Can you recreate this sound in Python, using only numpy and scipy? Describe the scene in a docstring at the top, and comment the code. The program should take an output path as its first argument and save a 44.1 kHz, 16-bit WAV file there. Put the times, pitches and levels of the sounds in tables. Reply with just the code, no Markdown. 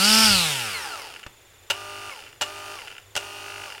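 """A hand blender runs dry above a workbench in a small room, close to one mono microphone. First a fast burst:
the unbalanced shaft hums, the fan rushes and the blade's draught hits the microphone. Brushes scrape the
commutator as it coasts to rest, and the trigger clacks once. Then three slow pulses buzz with the mains; the
loose coupling clatters at each start and knocks as it turns. Faint electronics chirp behind it all."""
import sys
import numpy as np
from scipy import signal
from scipy.fft import rfft, irfft
from scipy.io import wavfile
from scipy.ndimage import uniform_filter1d

SR = 44100
rng = np.random.default_rng(int(sys.argv[2]) if len(sys.argv) > 2 else 0)


def bounce(signal):
    """Save signal as a 16-bit WAV file at the path given by the first command-line argument."""
    frames = np.transpose(np.atleast_2d(signal))
    limited = np.clip(frames, -1, 1)
    pcm = np.round(limited * 32767).astype(np.int16)
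    wavfile.write(sys.argv[1], SR, pcm)


N = 167580
T = np.arange(N) / SR
FULL_HZ, CRACK_S = 219.9, .0027  # full shaft speed; decay of a sharp contact
# slow pulses of the switch: on_s, off_s, shaft_hz, whine_db
PULSES = [(1.703, 2.095, 50.31, 2), (2.41, 2.754, 50.77, 1.5), (3.153, 3.665, 51.1, -5)]
# lift of brushes and whine as the hand tilts the motor towards the microphone: time_s, gain_db
NEARNESS = [(0, 0.5), (.6, -0.5), (.85, 3), (1.02, 3), (1.22, 6), (1.4, 0)]
# spectrum of a sharp contact in the coupling: frequency_hz, gain_db
CRACK = [(300, -8), (800, 7), (3000, -1.5), (4200, 0.5), (7500, -0.5), (10000, -9.5), (15000, -21)]


def shaft_speed(spin_up_s=.014, brake_hz_per_s=165):
    """Turns per second: after the burst, each pulse spins up, holds and is braked by friction."""
    # fast burst and its coast: time_s, shaft_hz
    burst = [(0, 185), (.054, 206), (.092, 214), (.16, 220), (.222, 221.5), (.268, 216), (.388, 178.5),
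             (.526, 141), (.664, 109), (.782, 84), (.89, 64.5), (1.0, 46), (1.1, 30), (1.27, 0)]
    speed = curve(T, burst)
    for on, off, hz, _ in PULSES:
        rise = 1 - np.exp(-np.maximum(T - on, 0) / spin_up_s)
        speed += np.maximum(hz * rise - brake_hz_per_s * np.maximum(T - off, 0), 0)
    return speed * (1 + .001 * walk(8))


def brushes(speed, turns, count=144, roughness=.42, throb_hz=100):
    """The same commutator marks tick under the brushes on every turn; the current makes them throb."""
    # spectrum of the scrape: frequency_hz, gain_db
    scrape = [(100, -43.5), (280, -18.5), (420, -9.5), (620, -15.5), (870, -6.5), (1060, -14), (1380, -6),
              (1750, -10.5), (2100, -13), (2800, -3.5), (3300, -13), (3900, -18), (4900, -10.5),
              (5800, -17.5), (8200, -22), (9500, -17), (11000, -24), (13000, -27.5), (15700, -26)]
    marks = (np.arange(count) + rng.random(count)) / count
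    lobes_db = 2.5 * np.cos(2 * np.pi * 3 * marks) + 2.5 * np.cos(2 * np.pi * 5 * marks)
    sizes = unit(rng.standard_normal(count) * undb(lobes_db))
    mark_turns = (np.arange(int(turns[-1]) + 1)[:, None] + marks).ravel()
    at = np.interp(mark_turns, turns, np.arange(N), right=N)
    hits = np.resize(sizes, len(at)) * (1 + roughness * noise()[:len(at)])
    i = at.astype(int)  # each tick is shared between two samples
    ticks = np.bincount(i, hits * (1 - at + i), N + 2) + np.bincount(i + 1, hits * (at - i), N + 2)
    throb = 1 + .1 * powered() * np.sin(2 * np.pi * throb_hz * T)
    slow_hz = PULSES[0][2]
    gain = (speed / slow_hz) ** .55 * undb(-42 + curve(T, NEARNESS))
    return colour(ticks[:N] * throb, scrape) * np.sqrt(SR / count / slow_hz) * gain


def motor_tones(speed, turns, whine_from_hz=54.2, whine_to_hz=143):
    """Unbalance hums; slots and bars whine at middling speeds. 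Both swell through body resonances."""
    # unbalance hum at full speed, before the body shapes it: shaft_multiple, level_db
    hum = [(1, -24), (2, -31), (3, -33.5), (4, -37), (5, -41), (6, -35), (7, -37), (8, -37), (9, -36.5),
           (10, -45), (14, -34.5)]
    # slot and commutator whine, before the body shapes it: shaft_multiple, level_db
    whine = [(8, -54.5), (12, -41.5), (24, -40), (48, -45.5), (72, -50)]
    # how well the body radiates: frequency_hz, gain_db
    radiation = [(60, -8), (110, -4.5), (220, -1.5), (300, -12), (420, -7), (600, -4.5), (700, -7),
                 (840, 2.5), (1000, -4.5), (1220, 0), (1350, 9), (1600, -6.5), (2250, 5.5), (2420, -11),
                 (2750, 4), (3300, -12), (4200, 8), (5300, 7.5), (6500, -17)]
    out, angle = 0, 2 * np.pi * turns
    for k, db in hum:
        gain = undb(db + walk(6.7) * min(k / 2, 2) + curve(k * speed, radiation))
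        out += gain * (speed / FULL_HZ) ** 3.02 * np.sin(k * angle + 2 * np.pi * rng.random())
    unpulsed = 1 - uniform_filter1d(powered(), size=900)
    pulse_db = uniform_filter1d(sum((T > on) * (T < off) * db for on, off, _, db in PULSES), size=900)
    speed_band = speed ** 3 / (speed ** 3 + whine_from_hz ** 3) / (1 + (speed / whine_to_hz) ** 4)
    whine_gain = speed_band * undb(pulse_db - 1.13 * unpulsed + curve(T, NEARNESS))
    for k, db in whine:
        flutter_db = (.8 + 2.5 * unpulsed) * walk(45)
        gain = whine_gain * undb(db + flutter_db + curve(k * speed, radiation))
        out += gain * np.sin(k * angle + .44 * unpulsed * walk(60))
    return np.sqrt(2) * out


def fan_and_chatter(speed, turns, chatter_multiple=23.3, width_hz=560):
    """At speed the fan rushes and the brushes chatter near the bar rate, throbbing once a turn."""
    # spectrum of the fan's air: frequency_hz, gain_db
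    fan = [(150, -40), (400, -10), (700, -27), (870, 0), (1080, -22), (1400, 0.5), (1800, -7.5), (2750, 5),
           (3600, 0.5), (5300, 0), (6700, -3.5), (8500, -1.5), (11500, -9.5), (12900, -11), (15700, -24)]
    fast = speed / FULL_HZ
    air = colour(noise(), fan) * undb(-18.5 + .49 * walk(32)) * fast ** 2.56
    angle = 2 * np.pi * chatter_multiple * turns
    # the band narrows as the shaft slows
    cosine, sine = (np.interp(turns / FULL_HZ, T, walk(width_hz)) for _ in range(2))
    chatter = (cosine * np.cos(angle) + sine * np.sin(angle)) * undb(-19.5) * fast ** 3.08
    throb = .9 * (1 + .33 * np.cos(2 * np.pi * turns))
    return throb * (air + chatter)


def coupling(first_knock_s=.0335, growth_db_per_s=11):
    """Play in the coupling: each pulse clatters, then knocks once a turn; coasting adds stray knocks."""
    # start clatter: start_s, level_db, crack_db
    jolts = [(1.7003, -23, -21.5), (1.7025, -19.5, -44), (1.7071, -16, -23.5), (1.712, -22.5, -33),
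             (1.716, -25, -31), (2.4105, -19.5, -40), (2.4142, -29, -25.5), (2.4184, -20.5, -19.5),
             (2.4242, -21, -27), (2.4272, -31, -50), (2.433, -25.5, -48), (3.153, -24.5, -26.5),
             (3.1634, -24, -20.5), (3.168, -23.5, -25), (3.1741, -21, -29)]
    # loose knocks while coasting: start_s, level_db
    stray_knocks = [(1.161, -33.5), (1.23, -37), (1.236, -35), (2.113, -37), (2.136, -39), (2.161, -37.5),
                    (2.19, -36), (2.222, -39.5), (2.264, -39), (2.272, -42), (2.328, -42), (2.787, -32),
                    (2.817, -35), (2.873, -33.5), (2.88, -34), (2.9032, -38), (2.9128, -37), (2.923, -39),
                    (2.951, -39.5), (2.965, -40), (2.9805, -34), (3.679, -38), (3.701, -33.5), (3.721, -33),
                    (3.748, -36.5), (3.779, -35)]
    clatter = housing(contacts([(s, db) for s, db, _ in jolts], decay_s=.0036))
    cracks = colour(contacts([(s, db) for s, _, db in jolts], CRACK_S), CRACK)
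    turn_knocks = [(s, -39 + growth_db_per_s * (s - on) + 1.5 * rng.standard_normal())
                   for on, off, hz, _ in PULSES for s in np.arange(on + first_knock_s, off, 1 / hz)]
    return clatter + cracks + knocks(turn_knocks + stray_knocks)


def knocks(rows, ring_s=.0016):
    """The coupling gives a short metallic ring and a dry tick for each row of start_s, level_db."""
    # ring of the coupling: pitch_hz, gain_db
    modes = [(1420, -8), (1700, -10), (2050, -10.5), (2380, -8.5), (2790, -3), (2950, -6)]
    age = T[:SR // 40]
    ring = sum(undb(db) * np.sin(2 * np.pi * hz * age) for hz, db in modes)
    ring *= age / ring_s * np.exp(1 - age / ring_s)
    times, levels = np.array(rows).T
    hits = np.bincount((times * SR).astype(int), undb(levels), N)[:N]
    ticks = undb(-12.5) * colour(contacts(rows, CRACK_S), CRACK)
    return np.sqrt(2) * signal.fftconvolve(hits, ring)[:N] + ticks


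def housing(x, low_hz=392):
    """Light contacts ring the housing, with little bass."""
    # housing resonances: pitch_hz, width_hz, gain_db
    modes = [(630, 170, -5), (896, 79, -5.5), (1423, 165, -1.5), (1670, 460, -10), (2410, 200, -9),
             (2836, 88, 4.5), (2744, 120, 0.5), (2950, 93, -36)]
    click = signal.unit_impulse(2048)
    ring = sum(undb(db) * resonate(click, hz, width) for hz, width, db in modes)
    ring = signal.sosfilt(signal.butter(2, low_hz, "high", fs=SR, output="sos"), ring)
    return convolve(x, ring)


def bell(speed):
    """The shaft rubs in its bush and keeps the steel bell ringing."""
    # thin ring at full speed: pitch_hz, width_hz, level_db
    modes = [(9460, 400, -35.5), (12900, 530, -39)]
    ring = sum(undb(db) * unit(resonate(noise(), hz, width)) for hz, width, db in modes)
    return ring * (speed / FULL_HZ) ** 2.2


def mains(surge_db=6, surge_s=.038):
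    """The windings buzz during each slow pulse, strongest with the inrush of current."""
    # steady mains harmonics: pitch_hz, level_db
    harmonics = [(100, -56.5), (300, -63.5), (400, -52.5), (600, -57), (700, -59.5), (900, -58),
                 (1000, -66), (1400, -68)]
    current = sum((T > on) * (T < off) * undb(surge_db * np.exp(-np.abs(T - on) / surge_s))
                  for on, off, *_ in PULSES)
    buzz = sum(undb(db) * np.sin(2 * np.pi * (hz * T + rng.random())) for hz, db in harmonics)
    return np.sqrt(2) * buzz * uniform_filter1d(current, size=300)


def draught():
    """Air from the blade rumbles on the microphone."""
    # gust at the microphone: time_s, level_db
    gust = [(0, -55), (.15, -45), (.27, -42), (.34, -30.5), (.42, -49), (.55, -66), (.9, -64)]
    # spectrum of the wind: frequency_hz, gain_db
    rumble = [(15, -16), (35, 5), (60, -6.5), (100, 5), (160, -20), (400, -37), (2000, -51)]
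    return unit(colour(noise(), rumble)) * undb(curve(T, gust))


def trigger_clack(start_s=1.2635, level_db=-31):
    """The trigger clacks once."""
    # spectrum of the clack: frequency_hz, gain_db
    thud = [(60, -5), (230, 0), (700, -2), (1500, -2), (3500, -11), (8000, -24), (15000, -41)]
    return colour(contacts([(start_s, level_db)], decay_s=.005), thud)


def room(x, t60_s=.18, wet_db=-10):
    """Short reflections reach the microphone from the bench and near walls."""
    age = T[:SR // 2]
    tail = rng.standard_normal(len(age)) * undb(-60 * age / t60_s) * (age > .003)
    return x + undb(wet_db) * convolve(x, tail)


def electronics(rate_hz=23, pitch_hz=3604, sag=.14):
    """A faint electrical chirp and its octave repeat, falling in pitch each time."""
    cycle = np.cumsum(rate_hz * (1 + .028 * walk(14))) / SR % 1
    angle = 2 * np.pi * np.cumsum(pitch_hz * (1 - sag * cycle ** 2 + .0078 * walk(530))) / SR
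    tone = undb(-63) * np.sin(angle) + undb(-61) * np.sin(2 * angle)
    return np.sqrt(2) * np.sin(np.pi * cycle ** .54) * tone


def room_tone(level_db=-54):
    """The room's own low noise, wavering slightly."""
    # spectrum of the quiet room: frequency_hz, gain_db
    floor = [(25, -7.5), (45, -15), (70, -14), (100, -2), (170, -18), (300, -13.5), (400, -5), (550, -10.5),
             (1300, -13), (2800, -12), (4400, -19.5), (7000, -21), (15700, -24)]
    return colour(noise(), floor) * undb(level_db + .4 * walk(7.1))


def powered():
    """1 while the switch is held for a slow pulse, else 0."""
    return sum(1. * (T > on) * (T < off) for on, off, *_ in PULSES)


def contacts(rows, decay_s, size=2048):
    """A short grinding burst for each row of start_s, level_db."""
    out, age = np.zeros(N + size), T[:size]
    envelope = 2 * age / decay_s * np.exp(1 - 2 * age / decay_s)
    for start_s, db in rows:
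        i = int(start_s * SR)
        out[i:i + size] += undb(db) * envelope * rng.standard_normal(size)
    return out[:N]


def colour(x, points, size=2048):
    """Causal filter through points of frequency_hz, gain_db; keeps the power of white noise."""
    hz, db = np.array(points, float).T
    gain = undb(np.interp(np.log(np.fft.rfftfreq(size, 1 / SR) + 1), np.log(hz), db))
    cepstrum = irfft(np.log(gain))[:size // 2]
    cepstrum[1:] *= 2  # minimum phase
    return convolve(x, irfft(np.exp(rfft(cepstrum, size))))


def walk(rate_hz):
    """Smooth random wander with a spread of 1."""
    return unit(irfft(rfft(noise()) / (1 + (np.fft.rfftfreq(N, 1 / SR) / rate_hz) ** 4), N))


def convolve(x, response):
    return signal.fftconvolve(x, response / np.linalg.norm(response))[:N]


def resonate(x, hz, width_hz):
    return signal.lfilter(*signal.iirpeak(hz, hz / width_hz, fs=SR), x)


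def curve(x, points):
    return np.interp(x, *np.array(points).T)


def undb(db):
    return 10 ** (np.asarray(db) / 20)


def unit(x):
    return x / np.sqrt(np.mean(x ** 2) + 1e-18)


def noise():
    return rng.standard_normal(N)


def scene():
    """The blender up front and the room behind, alike in both channels."""
    speed = shaft_speed()
    turns = np.cumsum(speed + 1e-6) / SR
    machine = brushes(speed, turns) + fan_and_chatter(speed, turns) + bell(speed)
    machine += draught() + trigger_clack() + coupling()
    mono = room(machine) + motor_tones(speed, turns) + mains() + electronics() + room_tone()
    return np.array([mono, mono])


def record(dry):
    """A mono microphone with a steep top cut at 15.9 kHz."""
    return signal.sosfilt(signal.ellip(10, .2, 80, 15900, fs=SR, output="sos"), dry)


dry = scene()
out = record(dry)
bounce(out)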